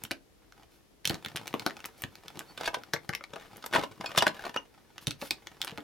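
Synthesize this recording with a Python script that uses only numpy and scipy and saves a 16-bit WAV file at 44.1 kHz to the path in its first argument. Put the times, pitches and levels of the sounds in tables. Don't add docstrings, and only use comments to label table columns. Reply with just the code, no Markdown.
import sys
import numpy as np
from scipy import signal
from scipy.fft import rfft, irfft, next_fast_len
from scipy.io import wavfile
from scipy.ndimage import uniform_filter1d

SR = 44100
rng = np.random.default_rng(int(sys.argv[2]) if len(sys.argv) > 2 else 0)


def dump(signal):
    limited = np.clip(np.atleast_2d(signal).T, -1, 1)
    pcm = np.round(limited * 32767).astype(np.int16)
    wavfile.write(sys.argv[1], SR, pcm)


N = 257103

# start_s, ring_hz, level_db, hardness_db (extra treble of the contact)
CLICKS = [(0.0375, 11940, -29, -9.5), (0.0511, 3020, -45, 1.5), (0.1103, 1550, -35, 4),
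          (0.1151, 2360, -37.5, 8.5), (0.119, 517, -42.5, 0), (0.5233, 1360, -55.5, 6.5),
          (0.633, 3000, -63, 1), (1.046, 1960, -50, 1), (1.0538, 4860, -38, 5), (1.0543, 3100, -31.5, 6.5),
          (1.0637, 4700, -53, 1), (1.0747, 5220, -33, 5.5), (1.0964, 3060, -42, 13.5),
          (1.1012, 1760, -36.5, 0), (1.1085, 700, -36, 13), (1.12, 1200, -46, -2), (1.131, 900, -51, 7),
          (1.144, 1520, -47.5, 16), (1.153, 1310, -52, 10), (1.2485, 3500, -38, -3.5),
          (1.261, 1790, -39, 5.5), (1.285, 4960, -44.5, -5.5), (1.3597, 1480, -40, 12),
          (1.364, 6000, -32.5, -5.5), (1.3722, 3180, -36.5, -1.5), (1.381, 2550, -43.5, -4),
          (1.4714, 6240, -34, -10.5), (1.4785, 5900, -31, -11.5), (1.529, 2180, -48, -3),
          (1.5405, 1100, -30.5, 4), (1.5962, 2100, -45.5, 11.5), (1.656, 3030, -61, -3),
          (1.664, 1490, -31, 10), (1.674, 1500, -45, 5), (1.698, 1770, -46, 1), (1.708, 1800, -42.5, -1.5),
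          (1.768, 2460, -49.5, 3), (1.804, 2700, -48.5, -0.5), (1.8428, 2100, -39.5, -5),
          (1.8523, 2560, -39, -4), (1.8577, 11100, -26.5, -15), (2.0213, 15000, -27, -16),
          (2.0378, 1800, -35.5, 4.5), (2.1548, 4900, -44, -8.5), (2.282, 3290, -45.5, 1.5),
          (2.373, 960, -50, 12), (2.3923, 7700, -31, -9), (2.4083, 1570, -44, -9),
          (2.8358, 1450, -51.5, 10.5), (2.9358, 1610, -28.5, 6), (2.94, 496, -28.5, 14.5),
          (2.963, 2170, -54, -2), (3.0921, 1590, -47.5, 18.5), (3.0939, 1630, -33, -16),
          (3.1294, 2180, -57, 2), (3.1356, 2020, -39, -2), (3.1505, 2070, -36, 7.5),
          (3.2093, 1330, -46.5, -11), (3.2395, 2230, -42, -2.5), (3.5694, 12100, -52.5, 1.5),
          (4.981, 2760, -41.5, -2.5), (5.0702, 3750, -34, 4.5), (5.0806, 3150, -44.5, 7),
          (5.1086, 2720, -43.5, 11), (5.116, 2650, -45.5, 3), (5.2153, 2860, -42, 0),
          (5.221, 2630, -43.5, 1), (5.2275, 617, -40, -4.5), (5.258, 1700, -52.5, -5),
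          (5.3085, 2510, -31.5, 9.5), (5.3117, 4800, -35, -2.5), (5.4711, 1850, -43.5, 6),
          (5.6165, 3300, -36, 6.5), (5.6215, 3500, -46, -5), (5.6269, 3540, -46, 3), (5.628, 3760, -44, -6),
          (5.6389, 3320, -41, -11), (5.6478, 12500, -23, -17), (5.6722, 1550, -46.5, 9),
          (5.676, 2540, -42, -2), (5.679, 3060, -37.5, -5), (5.6875, 3670, -43, -9),
          (5.696, 3300, -42, -10), (5.709, 2800, -48, -3), (5.716, 3050, -48.5, -4),
          (5.7759, 1820, -43.5, 3), (5.782, 1850, -48, 4), (5.805, 3270, -56, -1)]
# start_s, ring_hz, level_db, hardness_db (extra treble of the contact)
KNOCKS = [(2.5758, 3500, -38.5, -4), (2.586, 3420, -50, -9), (2.6094, 630, -35, 3.5),
          (2.6105, 4650, -38.5, -8), (2.6334, 1500, -42, 2), (2.643, 2370, -41, 0), (2.657, 2600, -40, 3),
          (2.676, 870, -28, 4), (2.6805, 1440, -35, -4.5), (2.7326, 690, -46.5, -1),
          (2.7432, 1000, -30, 4.5), (2.7479, 1500, -39, 2), (2.768, 537, -51, -11.5),
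          (3.3351, 1310, -45.5, 6), (3.3588, 1165, -44.5, 5), (3.363, 1350, -48, -13),
          (3.3975, 2210, -55, 3), (3.625, 1420, -54, 10.5), (3.6404, 1250, -40.5, 1),
          (3.6612, 13000, -28, -8.5), (3.727, 1220, -36, 1.5), (3.7355, 1740, -29, 0),
          (3.7413, 1840, -28, -3.5), (3.749, 1450, -31.5, 7), (3.752, 1720, -31, -11.5),
          (3.7587, 1370, -23.5, -2.5), (3.7635, 1340, -29, 2), (3.7829, 534, -36.5, 6),
          (3.7926, 875, -37, 7), (3.7995, 860, -48, -2), (3.8118, 970, -40, 2), (3.826, 1130, -43, 4.5),
          (3.8349, 1064, -33, 0.5), (3.839, 2820, -41, -1.5), (3.8441, 980, -47, -2),
          (4.0098, 1090, -38, 2.5), (4.0429, 800, -38, -2.5), (4.0597, 3330, -36.5, -4),
          (4.1062, 1200, -46.5, 2), (4.116, 3240, -39.5, -6.5), (4.149, 1200, -39.5, -4),
          (4.16, 2450, -38, -0.5), (4.1733, 1480, -35, 3), (4.176, 5390, -18, -4), (4.1766, 987, -22.5, 3),
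          (4.184, 3500, -33.5, 12), (4.2229, 905, -20, 3.5), (4.2669, 1690, -21, -2),
          (4.2782, 2770, -32.5, 3), (4.393, 1530, -45.5, -1.5), (4.4385, 1490, -43.5, -1),
          (4.449, 2150, -43, -13.5), (4.452, 2550, -44.5, 3.5), (4.4652, 780, -36.5, 1),
          (4.494, 2850, -41, -5), (4.5425, 2480, -42, -3.5), (4.5616, 1330, -30.5, -1.5)]
# pitch_ratio (times its ring pitch), level_db, t60_s (time to fade by 60 dB)
TUBE_MODES = [(0.47, -19.5, 0.035), (1, 2, 0.011), (1.42, -27.5, 0.021), (2.15, -32, 0.0036)]
BAND_EDGES = [330, 900, 2400, 6400, 16000]
# start_s, pitch_hz, level_db
THUDS = [(0.039, 122, -45.5), (0.111, 237, -37.5), (1.056, 150, -45), (1.076, 150, -42.5),
         (1.101, 159, -29.5), (1.137, 154, -38.5), (1.262, 150, -44), (1.348, 145, -41.5), (1.54, 262, -29),
         (1.663, 314, -28.5), (2.037, 113, -37), (2.371, 169, -45), (2.745, 265, -63), (2.935, 149, -36),
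         (3.091, 127, -36.5), (3.333, 281, -42), (3.748, 164, -33.5), (3.783, 264, -28.5), (4, 176, -42),
         (4.179, 143, -32.5), (4.222, 263, -34), (5.073, 135, -29.5), (5.223, 298, -38), (5.31, 286, -42),
         (5.723, 187, -43), (5.781, 294, -37.5)]
# start_s, level_db
HOLLOW_TAPS = [(2.963, -28), (3.0925, -29), (3.1294, -31), (3.1362, -27.5), (3.2101, -42), (3.2415, -39)]
# pitch_hz, level_db, t60_s
HOLLOW_MODES = [(1160, -14, 0.041), (1840, -11, 0.02), (2113, 1.5, 0.016)]
# pitch_hz, width_hz, level_db
BOX_RESONANCES = [(285, 22, 0), (519, 20, -7.5), (655, 49, 1.5), (809, 10, -6), (972, 34, 6),
                  (1527, 130, -12.5), (2290, 48, -5), (2930, 80, 2), (3430, 180, 2)]
# start_s, end_s, level_db
JOSTLES = [(2.56, 2.72, -45.5), (3.33, 3.52, -56), (3.7, 3.87, -43.5), (3.98, 4.2, -53), (4.3, 4.53, -48)]
# start_s, end_s, level_db
RASPS = [(2.648, 2.684, -35.5)]
# pitch_hz, width_hz, level_db
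RASP_RESONANCES = [(2560, 350, -4), (3460, 300, 2), (4500, 170, 6), (9200, 1200, -24)]
# start_s, pitch_hz, level_db, t60_s
PINGS = [(2.0202, 14000, -19, .005), (4.2068, 2920, -23, .05), (4.5725, 2860, -25, .047),
         (5.0705, 10000, -28, .025)]
# start_s, level_db
SLEEVE_HITS = [(4.0598, -33), (4.1845, -31)]
# pitch_hz, level_db, t60_s
SLEEVE_MODES = [(2500, -5.5, 0.1), (4430, -3, 0.059), (5240, 2.5, 0.036), (7200, -9, 0.056)]
# start_s, end_s, level_db
SQUEAKS = [(2.47, 2.535, -57)]
# time_s, level_db
SLIDING = [(0, -55), (.2, -83), (.6, -63.5), (1.03, -84.5), (1.12, -47), (1.2, -56.5), (1.6, -51.5),
           (1.93, -58), (2.24, -58), (2.45, -53), (3.2, -64), (3.56, -55), (4.5, -59), (4.7, -64),
           (5.55, -58), (5.83, -57)]
# frequency_hz, level_db
SLIDE_COLOUR = [(59, -44), (100, -0.5), (676, -6.5), (1830, -11.5), (2170, -12), (5900, -17), (12100, -20),
                (16000, -16)]
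# start_s, end_s, level_db
SWISHES = [(.69, .8, -67), (1.96, 2.03, -57.5), (3.01, 3.08, -68), (5.0, 5.06, -56.5), (5.18, 5.31, -48.5)]
# frequency_hz, level_db
FLOOR_COLOUR = [(12, -50), (20, -25), (43, 0.5), (123, -8), (150, -10), (328, -6), (459, -9.5), (825, -18),
                (1030, -20.5), (16000, -28.5)]
# time_s, left_minus_right_db
PLACE = [(0, -0.5), (1.1, -0.5), (1.6, 1.5), (2.1, 0), (2.65, -0.5), (2.94, 3.5), (3.15, 3.5), (3.7, 0.9),
         (4.6, 1), (5.1, 0)]
# frequency_hz, left_minus_right_db
BASS_LEAN = [(100, -0.5), (250, 2.1), (600, 0.1), (4000, 0)]
# frequency_hz, level_db
MICROPHONE = [(5500, 0.5), (8000, -3.5), (10300, -1.5), (13000, -2), (16000, -8.5)]

CUT_HZ = 16200


def clicks():
    out = np.zeros(N)
    colour_db = np.array([-1.36, -0.35, 1.16, 2.56])
    for start_s, ring_hz, level_db, hardness_db in CLICKS:
        tilt_db = spread(ring_hz, level_db, hardness_db, fall_db=7.0, brightening=[-0.29, 0.054, 0.78, 1.0])
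        damping_db = 4.5 * np.log2(ring_hz / 2000)
        blow = strike(ring_hz, ring_db=-18.0 - damping_db, chatter_db=-21.5, chatter_t60=0.021, crack_db=-5.5)
        blow = voiced(blow, colour_db + tilt_db)
        add(out, *clustered(start_s, blow, before_db=-30.0, bounce_db=-17.5))
    return out


def strike(ring_hz, ring_db, chatter_db, chatter_t60, crack_db):
    t = np.arange(4096) / SR
    crack, chatter = rng.standard_normal((2, len(t)))
    chatter = signal.lfilter(*signal.butter(1, 4500, fs=SR), chatter)
    blow = amp(crack_db - 60 * t / 0.0032) * crack
    blow += amp(chatter_db - 60 * t / chatter_t60) * chatter
    blow[0] += 1
    for ratio, db, t60 in TUBE_MODES:
        detune = 1 + (ratio != 1) * rng.uniform(-0.091, 0.216)
        hz = ring_hz * ratio * detune
        audible = hz < CUT_HZ
        blow += audible * amp(ring_db + db - 60 * t / t60) * np.cos(2 * np.pi * hz * t)
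    return blow


def spread(ring_hz, level_db, hardness_db, fall_db, brightening):
    edges = np.array(BAND_EDGES)
    centres = np.sqrt(edges[1:] * edges[:-1])
    octaves_away = abs(np.log2(centres / ring_hz))
    return level_db - fall_db * octaves_away + hardness_db * np.array(brightening)


def voiced(blow, band_db):
    size = 8192
    hz, spectrum = np.fft.rfftfreq(size, 1 / SR), rfft(blow, size)
    edges = np.array(BAND_EDGES)
    centres, gain_db = np.sqrt(edges[1:] * edges[:-1]), np.zeros(4)
    low_cut = (hz + 1) ** 2 / (hz ** 2 + 260 ** 2)
    gain = low_cut
    for _ in range(3):
        energy = np.histogram(hz, edges, weights=abs(spectrum * gain) ** 2)[0] * 2 / size
        power = energy / (SR / 100)
        gain_db += np.asarray(band_db) - 10 * np.log10(power + 1e-20)
        gain = low_cut * amp(np.interp(np.log(hz + 1), np.log(centres), gain_db))
    log_gain = np.log(np.maximum(gain, gain.max() / 10 ** 4))
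    mirrored = np.r_[log_gain, log_gain[-2:0:-1]]
    causal = np.exp(np.conj(signal.hilbert(mirrored)))
    return irfft(spectrum * causal[:len(hz)])


def clustered(start_s, blow, before_db, bounce_db, count=4):
    lead_s, train = .008, np.zeros(SR // 15)
    early = rng.uniform(.001, lead_s, count)
    late = rng.uniform(.003, .035, count)
    signs = rng.choice([-1, 1], (count, 2))
    add(train, lead_s, [1])
    for before, after, sign in zip(early, late, signs):
        weaker = sign[0] * amp(before_db - 12 * before / lead_s)
        bounce = sign[1] * amp(bounce_db - 60 * after / 0.1)
        add(train, lead_s - before, [weaker])
        add(train, lead_s + after, [bounce])
    return start_s - lead_s, signal.fftconvolve(blow, train)


def thuds():
    out, t = np.zeros(N), np.arange(SR // 6) / SR
    for start_s, hz, level_db in THUDS:
        swing = np.sin(2 * np.pi * hz * t) * amp(-60 * t / .042)
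        band = signal.butter(2, [0.57 * hz, 2.63 * hz], "band", fs=SR, output="sos")
        flutter = unit(signal.sosfilt(band, rng.standard_normal(len(t)))) * amp(-60 * t / 0.068)
        thud = swing + 0.67 * flutter
        strength = np.sqrt(np.sum(thud ** 2) / (SR / 100))
        add(out, start_s, amp(level_db) * thud / strength)
    return amp(-0.5) * signal.lfilter(*signal.butter(2, 85, "high", fs=SR), out)


def hollow_taps():
    return rung(HOLLOW_TAPS, HOLLOW_MODES)


def box():
    inside = knocks() + jostling()
    return inside + amp(-5.0) * resonant(inside, BOX_RESONANCES) + rasp()


def knocks():
    out = np.zeros(N)
    colour_db = np.array([-1.0, -1.5, -1.5, -1.0])
    for start_s, ring_hz, level_db, hardness_db in KNOCKS:
        tilt_db = spread(ring_hz, level_db, hardness_db, fall_db=5.5, brightening=[-0.7, -0.08, 0.95, 1])
        blow = strike(ring_hz, ring_db=-9.0, chatter_db=-2.5, chatter_t60=0.023, crack_db=-3.0)
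        build_up = 1 - np.exp(-np.arange(len(blow)) / SR / 0.00054)
        blow = voiced(blow * build_up, colour_db + tilt_db)
        add(out, *clustered(start_s, blow, before_db=-16, bounce_db=-16))
    return out


def jostling():
    contacts = slips(per_s=330, spread_db=6.0)
    colour = [(150, -7.0), (500, -8), (1400, -9.0), (4000, -15.0), (8000, -19), (16000, -15.0)]
    return strokes(JOSTLES) * unit(coloured(contacts, colour))


def rasp():
    grip = (rng.random(N) < 1500 / SR) * rng.standard_normal(N)
    return strokes(RASPS) * unit(resonant(grip, RASP_RESONANCES))


def pings():
    out, t = np.zeros(N), np.arange(SR // 4) / SR
    for start_s, hz, level_db, t60 in PINGS:
        overtone_hz = hz * 2.08
        tone = np.sin(2 * np.pi * hz * t)
        tone += (overtone_hz < CUT_HZ) * amp(-15.5) * np.sin(2 * np.pi * overtone_hz * t)
        onset = 1 - np.exp(-t / 0.00016)
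        add(out, start_s, amp(level_db - 60 * t / t60) * onset * tone)
    return out


def sleeve_hits():
    return rung(SLEEVE_HITS, SLEEVE_MODES)


def squeak():
    waver = unit(uniform_filter1d(rng.standard_normal(N), size=200))
    pitch_hz = 4460 * (1 + 0.009 * waver)
    return strokes(SQUEAKS) * np.sin(2 * np.pi * np.cumsum(pitch_hz) / SR)


def sliding():
    level = amp(np.interp(np.arange(N) / SR, *np.transpose(SLIDING)))
    grain = coloured(slips(per_s=130, spread_db=6.0), [(300, -1.0), (3000, -2.5), (12000, -4.0)])
    scuff = unit(grain) + amp(-1.0) * rng.standard_normal(N)
    scuff = unit(coloured(scuff, SLIDE_COLOUR))
    weave = rng.standard_normal(N) * (0.5 + 0.44 * slips(per_s=580, spread_db=4))
    weave_colour = [(300, -14), (2000, 3), (5000, 3.5), (8000, 0), (11000, 3.0), (16000, 1.0)]
    swish = unit(coloured(weave, weave_colour))
    return level * amp(-1.0) * scuff + strokes(SWISHES) * swish


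def room(x, early_db, tail_db, count=4):
    spots_per_s = 23
    spot, wet = np.arange(N) / SR * spots_per_s, np.zeros((2, N))
    for k in range(count):
        share = np.sin(np.pi / 2 * np.minimum((spot - k) % count, 2))
        wet += signal.oaconvolve((x * share)[None], echoes(early_db, tail_db), axes=1)[:, :N]
    return coloured(wet, [(100, 2.0), (1000, 4.0), (5000, 0.9), (12000, 0.5)])


def echoes(early_db, tail_db):
    t = np.arange(SR // 2) / SR
    taps = rng.choice([-1., 1.], (3, len(t))) * (rng.random((3, len(t))) < 4000 / SR)
    taps = taps[:2] + 0.77 * taps[2]
    early = taps * amp(-60 * t / 0.027) * (t > .0008)
    hz, when, spectrum = signal.stft(taps * (t > .007), SR, nperseg=256)
    t60 = np.interp(hz, [300, 1200, 4000, 12000], [0.26, 0.16, 0.15, 0.12])
    fading = spectrum * amp(-60 * when / t60[:, None])
    tail = signal.istft(fading, SR, nperseg=256)[1][:, :len(t)]
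    early = amp(early_db) * early / np.linalg.norm(early[0])
    return early + amp(tail_db) * tail / np.linalg.norm(tail[0])


def floor():
    noise = rng.standard_normal((3, N))
    rumble = unit(coloured(noise[:2] + 0.34 * noise[2], FLOOR_COLOUR))
    return amp(-62.5) * rumble * amp([[.7], [-.7]])


def slips(per_s, spread_db, count=12):
    out = np.zeros(N)
    for hz in np.geomspace(700, 5000, count):
        strength = amp(spread_db * np.minimum(rng.exponential(1, N), 3))
        train = (rng.random(N) < per_s / count / SR) * strength
        blow = strike(hz, ring_db=-13.5, chatter_db=-5.5, chatter_t60=0.043, crack_db=-3.5)
        out += signal.oaconvolve(train, blow)[:N]
    return unit(out)


def rung(hits, modes):
    out, t = np.zeros(N), np.arange(SR // 5) / SR
    onset = 1 - np.exp(-t / 0.00021)
    for start_s, hit_db in hits:
        for hz, db, t60 in modes:
            tone = np.sin(2 * np.pi * hz * t) * onset
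            level_db = hit_db + db + rng.uniform(-1.7, 1.2)
            add(out, start_s, amp(level_db - 60 * t / t60) * tone)
    return out


def resonant(x, resonances):
    t = np.arange(SR // 5) / SR
    ring = np.zeros(len(t))
    for hz, width_hz, db in resonances:
        decay = np.exp(-np.pi * width_hz * t)
        ring += amp(db) * width_hz / SR * decay * np.cos(2 * np.pi * hz * t)
    return signal.oaconvolve(x, 2 * np.pi * ring)[:N]


def strokes(rows):
    level = np.zeros(N)
    for start_s, end_s, db in rows:
        length = max(round((end_s - start_s) * SR), 2)
        add(level, start_s, amp(db) * signal.windows.tukey(length, .7))
    return level


def coloured(x, points):
    hz, db = np.transpose(points)
    size = next_fast_len(N)
    log_hz = np.log(np.fft.rfftfreq(size, 1 / SR) + 1)
    gain = amp(np.interp(log_hz, np.log(hz), db))
    return irfft(rfft(x, size) * gain, size)[..., :N]


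def add(mix, start_s, sound):
    part = mix[max(0, round(start_s * SR)):][:len(sound)]
    part += sound[:len(part)]


def unit(x):
    return x / np.sqrt(np.mean(x ** 2) + 1e-20)


def amp(db):
    return 10 ** (np.asarray(db) / 20)


def scene():
    near = clicks() + hollow_taps() + thuds() + sliding()
    far = box() + pings() + sleeve_hits() + squeak()
    near_echoes = room(near, early_db=-10.0, tail_db=-13.5)
    far_echoes = room(far, early_db=-8, tail_db=-13.5)
    mix = near + near_echoes + far + far_echoes
    port_gap = 0.32 * np.gradient(near + far)
    left = coloured(mix[0] + port_gap, [(hz, db / 2) for hz, db in BASS_LEAN])
    right = coloured(mix[1] - port_gap, [(hz, -db / 2) for hz, db in BASS_LEAN])
    side_db = np.interp(np.arange(N) / SR, *np.transpose(PLACE))
    return np.array([left, right]) * amp(np.array([side_db, -side_db]) / 2) + floor()


def record(dry):
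    ceiling = .48
    rounded = ceiling * np.tanh(coloured(dry, MICROPHONE) / ceiling)
    band_limit = signal.firwin(401, CUT_HZ, window=("kaiser", 8), fs=SR)
    return signal.oaconvolve(rounded, band_limit[None], "same")


dry = scene()
out = record(dry)
dump(out)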